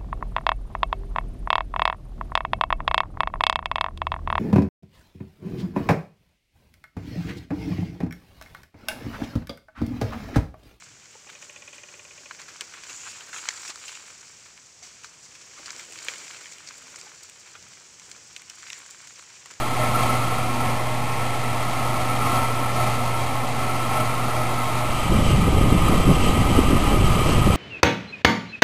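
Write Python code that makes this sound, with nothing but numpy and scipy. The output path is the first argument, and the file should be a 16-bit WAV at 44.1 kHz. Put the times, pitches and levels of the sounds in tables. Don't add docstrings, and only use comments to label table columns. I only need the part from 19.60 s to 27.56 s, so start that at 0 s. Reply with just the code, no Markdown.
import sys
import numpy as np
from scipy import signal
from scipy.fft import rfft, irfft, next_fast_len
from scipy.io import wavfile
from scipy.ndimage import uniform_filter1d

SR = 44100
rng = np.random.default_rng(int(sys.argv[2]) if len(sys.argv) > 2 else 0)


def bounce(signal):
    frames = np.transpose(np.atleast_2d(signal))
    limited = np.clip(frames, -1, 1)
    pcm = np.round(limited * 32767).astype(np.int16)
    wavfile.write(sys.argv[1], SR, pcm)


N = 351036
TIME = np.arange(N) / SR
HZ = np.maximum(np.fft.rfftfreq(next_fast_len(N), 1 / SR), 1)
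SWEEP_HZ = 140.05


def paint_sizzle(spectrum, sweep_depth, turn_depth, bursts_per_s, crackle_db, flicker_db):
    phase = 2 * np.pi * SWEEP_HZ * TIME
    beam = 1 + sweep_depth * np.cos(phase) + turn_depth * np.cos(2 * phase)
    flakes = (rng.random(N) < bursts_per_s / SR) * rng.standard_normal(N)
    bursts = rng.standard_normal(N) + from_db(crackle_db) * rms_one(flakes)
    flicker = from_db(flicker_db * drift(17))
    return rms_one(filtered(bursts * beam * flicker, colour(spectrum)))


def sweep_buzz(wander_db, wander_radians):
    # f/Hz, level/dB
    overtones = [(280, -50), (430, -63), (560, -62), (700, -46), (840, -50), (1100, -59), (1400, -53),
                 (1620, -61), (1850, -54), (2520, -54), (2750, -62), (3850, -58), (4150, -66), (5400, -69)]
    hz, db = np.transpose(overtones)
    buzz = np.zeros(N)
    for overtone_hz in SWEEP_HZ * np.arange(2, 39):
        level_db = np.interp(np.log(overtone_hz), np.log(hz), db) + wander_db * drift(0.99)
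        phase = 2 * np.pi * overtone_hz * TIME + wander_radians * drift(1)
        buzz += from_db(level_db) * np.sin(phase)
    return np.sqrt(2) * buzz


def hand_strokes():
    # peak t/s, length/s, air lift/dB, sizzle lift/dB
    strokes = [(.22, 0.12, 3, 2), (0.457, 0.33, 3.5, 4), (1.083, 0.16, 2.4, 1), (2.726, 0.26, 3.5, 2),
               (3.25, 0.18, 2, 4.5), (4.373, 0.15, 2.5, 1), (5.674, .14, -.5, 6.5), (6.307, 0.22, 2.4, -3),
               (6.674, 0.25, 1, 5), (6.986, 0.29, 1.6, 3.5), (7.275, 0.18, 1.9, 3), (7.54, 0.22, 2.5, 2.6),
               (7.71, 0.1, 1.7, 7.5), (7.92, 0.2, 2, 2.5)]
    # t/s, level/dB
    howl_curve = [(0, -30), (.22, -35.5), (.35, -28.5), (.55, -32.5), (.72, -29.5), (1.15, -36.5),
                  (1.4, -38.5), (1.58, -33), (1.9, -34), (2.3, -30.5), (2.78, -30), (3.5, -31.5),
                  (3.92, -35.5), (4.08, -29.5), (4.22, -30.5), (5.25, -30.5), (5.5, -33), (7.96, -33.5)]
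    air_db = sum(db * swell(s, length / 2) for s, length, db, _ in strokes)
    burn_db = sum(db * swell(s, length / 2) for s, length, _, db in strokes)
    howl_db = np.interp(TIME, *np.transpose(howl_curve))
    swing_db = howl_db - howl_db.mean()
    opening_db = np.interp(TIME, [0, 0.2], [-1, 0])
    rush = from_db(-30.5 + air_db + 0.15 * swing_db + opening_db)
    howl = from_db(howl_db + 1.54 * air_db)
    sizzle = from_db(-38.5 + burn_db + 0.27 * swing_db)
    hum = from_db(-30.53 + 0.98 * air_db + opening_db)
    return rush, howl, sizzle, hum


def air_rush(spectrum, resonances):
    ringing_db = sum(lift_db * bell(hz, width) for hz, width, lift_db in resonances)
    gain = colour(spectrum) * from_db(ringing_db)
    heart = (HZ > 680) & (HZ < 1150)
    return noise(gain) * np.sqrt(np.sum(gain ** 2) / np.sum(gain[heart] ** 2))


def duct_howl(tones):
    gain = sum(from_db(db) * bell(hz, width) for hz, width, db in tones)
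    return steadied(noise(gain), samples=8000)


def mains_hum(octave_db, waver_radians, hum_hz=120.05):
    phase = 2 * np.pi * hum_hz * TIME + waver_radians * drift(7.8)
    octave = from_db(octave_db + 3.3 * drift(2.6)) * np.sin(2 * phase + 1.5 * drift(4))
    return np.sqrt(2) * (np.sin(phase) + octave)


def draught(full_at_s=5.54, rise_db_per_s=93):
    # f/Hz, relative level/dB
    spectrum = [(8, -18), (24, -4.5), (70, -1), (150, -2), (250, -5.5), (400, -11), (600, -17), (900, -37),
                (2000, -53)]
    # peak t/s, rumble lift/dB, puff lift/dB
    gusts = [(5.53, 3, 9.5), (5.61, 1, 1), (5.75, 3.5, 1), (5.855, 2.5, 3.5), (6.03, 4, 1.5),
             (6.145, 6.5, 6), (6.32, -0.5, 6.5), (6.5, 8, 9.5), (6.685, 2, 9), (6.8, 4.5, 7),
             (6.91, 2.5, 2.5), (6.985, 1.5, 10.5), (7.13, 2.5, 8.5), (7.325, 1.5, 2), (7.42, 3, 3.5),
             (7.78, 4, -0.5), (7.88, 4.5, 4)]
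    onset_db = rise_db_per_s * np.minimum(TIME - full_at_s, 0)
    rumble_lift_db, puff_lift_db = sum(np.outer(lifts, swell(s, 0.028)) for s, *lifts in gusts)
    rumble_gain = from_db(-20.5 + onset_db + rumble_lift_db + 1.1 * drift(4))
    puff_gain = from_db(-26 + onset_db + puff_lift_db + 2.6 * drift(17))
    swirls = colour(spectrum)
    deep = 1 / (1 + (HZ / 185) ** 8)
    rumble = noise(swirls * np.sqrt(deep))
    puffs = noise(swirls * np.sqrt(1 - deep)) * from_db(5.5 * drift(53))
    return rumble_gain * steadied(rumble, samples=2800) + puff_gain * steadied(puffs, samples=1800)


def upper_spot(rush, howl, sizzle, hum):
    # f/Hz, relative level/dB
    paint_spectrum = [(900, -39), (1700, 3), (2400, 2), (3500, 2), (4400, 4.5), (5500, -5.5)]
    air_spectrum = [(30, -5), (80, -0.5), (160, -6.5), (400, -6.0), (700, 0.87), (1100, -6.5),
                    (1450, -14.5), (1600, -23.5), (2100, -7.5), (2700, -11), (3600, -19.5), (5400, -17.5)]
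    # f/Hz, width/Hz, lift/dB
    resonances = [(132, 69, 8.5), (247.4, 67, 9), (348, 51, 5), (458, 15, 3.5), (508, 24, 3),
                  (618.6, 9.9, 10), (750, 38, 6.5), (802, 19, 1.5), (845, 33, 6), (918, 23, 9),
                  (1072.6, 35, 11.5), (1133, 110, 5.5), (1530, 29, 1), (1667, 237, 10), (1800, 88, 4),
                  (1980, 38, 5.5), (2056, 24, 7.5), (2080, 10, 5), (2214, 40, 4.5), (2393, 44, 6.5),
                  (2670, 31, 5.5), (3232, 95, 10)]
    # f/Hz, width/Hz, relative level/dB
    tones = [(1228, 29, -7), (1320, 66, 0)]
    paint = paint_sizzle(paint_spectrum, sweep_depth=0.12, turn_depth=0.078,
                         bursts_per_s=1900, crackle_db=-17, flicker_db=1.1)
    return (sizzle * paint
            + from_db(0.5) * sweep_buzz(wander_db=3, wander_radians=2.62)
            + rush * air_rush(air_spectrum, resonances)
            + howl * from_db(-0.8) * duct_howl(tones)
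            + hum * mains_hum(octave_db=-13, waver_radians=0.091))


def lower_spot(rush, howl, sizzle):
    # f/Hz, relative level/dB
    paint_spectrum = [(900, -17), (1700, 0.5), (2300, 0), (2700, 13.5), (3100, 12), (3500, -2.5), (4400, 3),
                      (5500, -1.5)]
    air_spectrum = [(30, 14.5), (80, 9), (160, 4), (400, -6.5), (700, -7), (1100, -9), (1450, -21.5),
                    (1700, -21), (2100, -8), (3000, -12), (3600, -17), (5400, -20)]
    # f/Hz, width/Hz, lift/dB
    resonances = [(632, 186, 4.7), (754, 24, 8.7), (818, 34, 9.5), (873, 30, 3.9), (989, 80, 7.3),
                  (1078, 17, 12.6), (1540, 68, 8.9), (1650, 190, 5), (1774, 50, 5.2), (1940, 24, 5),
                  (1940, 22, 6.4), (2090, 19, 4.9), (2340, 21, 8.9), (2800, 18, 2.2), (3144, 76, 10.1),
                  (3430, 46, 6.1), (3914, 42, 10.5), (4830, 22, 10)]
    # f/Hz, width/Hz, relative level/dB
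    tones = [(1221, 28, 4.7), (1244, 140, 14)]
    paint = paint_sizzle(paint_spectrum, sweep_depth=0.04, turn_depth=0.04,
                         bursts_per_s=1800, crackle_db=-7.5, flicker_db=2.1)
    return (sizzle * from_db(3) * paint
            + rush * from_db(-1.36) * air_rush(air_spectrum, resonances)
            + howl * from_db(2) * duct_howl(tones)
            + from_db(-40) * mains_hum(octave_db=-20, waver_radians=0.11)
            + draught())


def from_db(db):
    return 10 ** (np.asarray(db) / 20)


def rms_one(x):
    return x / np.sqrt(np.mean(x ** 2) + 1e-20)


def colour(points):
    hz, db = np.transpose(points)
    return from_db(np.interp(np.log(HZ), np.log(hz), db))


def bell(hz, width):
    return 1 / (1 + (2 * (HZ - hz) / width) ** 2)


def swell(peak_s, half_length_s):
    return np.exp(-((TIME - peak_s) / half_length_s) ** 2)


def filtered(x, gain):
    return irfft(rfft(x, next_fast_len(N)) * gain, next_fast_len(N))[:N]


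def noise(gain):
    return rms_one(filtered(rng.standard_normal(N), gain))


def drift(rate_hz):
    step, warm_up = 40, 2000
    pole = np.exp(-2 * np.pi * rate_hz * step / SR)
    kicks = rng.standard_normal(N // step + warm_up + 2)
    slow = signal.lfilter([1], [1, -2 * pole, pole * pole], kicks)[warm_up:]
    return np.interp(np.arange(N) / step, np.arange(len(slow)), rms_one(slow))


def steadied(x, samples):
    return x / np.sqrt(uniform_filter1d(x ** 2, samples) + 1e-12)


def scene():
    rush, howl, sizzle, hum = hand_strokes()
    upper = upper_spot(rush, howl, sizzle, hum)
    lower = lower_spot(rush, howl, sizzle)
    lower_share = np.interp(TIME, [5.22, 5.52], [0, 1])
    return (np.sqrt(1 - lower_share) * upper + np.sqrt(lower_share) * lower)[None]


def record(dry):
    ceiling, offset = 0.62, 0.055
    camera_rate_hz, cutoff_hz = 11025, 12600
    rounded = dry[0] / (1 + (dry[0] / ceiling) ** 6) ** (1 / 6)
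    narrow = filtered(rounded, HZ < camera_rate_hz / 2)
    hold = round(SR / camera_rate_hz)
    held = np.repeat(narrow[::hold], hold)[:N]
    softened = filtered(held, 1 / np.sqrt(1 + (HZ / 19000) ** 4))
    return offset + filtered(softened, 1 / np.sqrt(1 + (HZ / cutoff_hz) ** 240))[None]


dry = scene()
out = record(dry)
bounce(out)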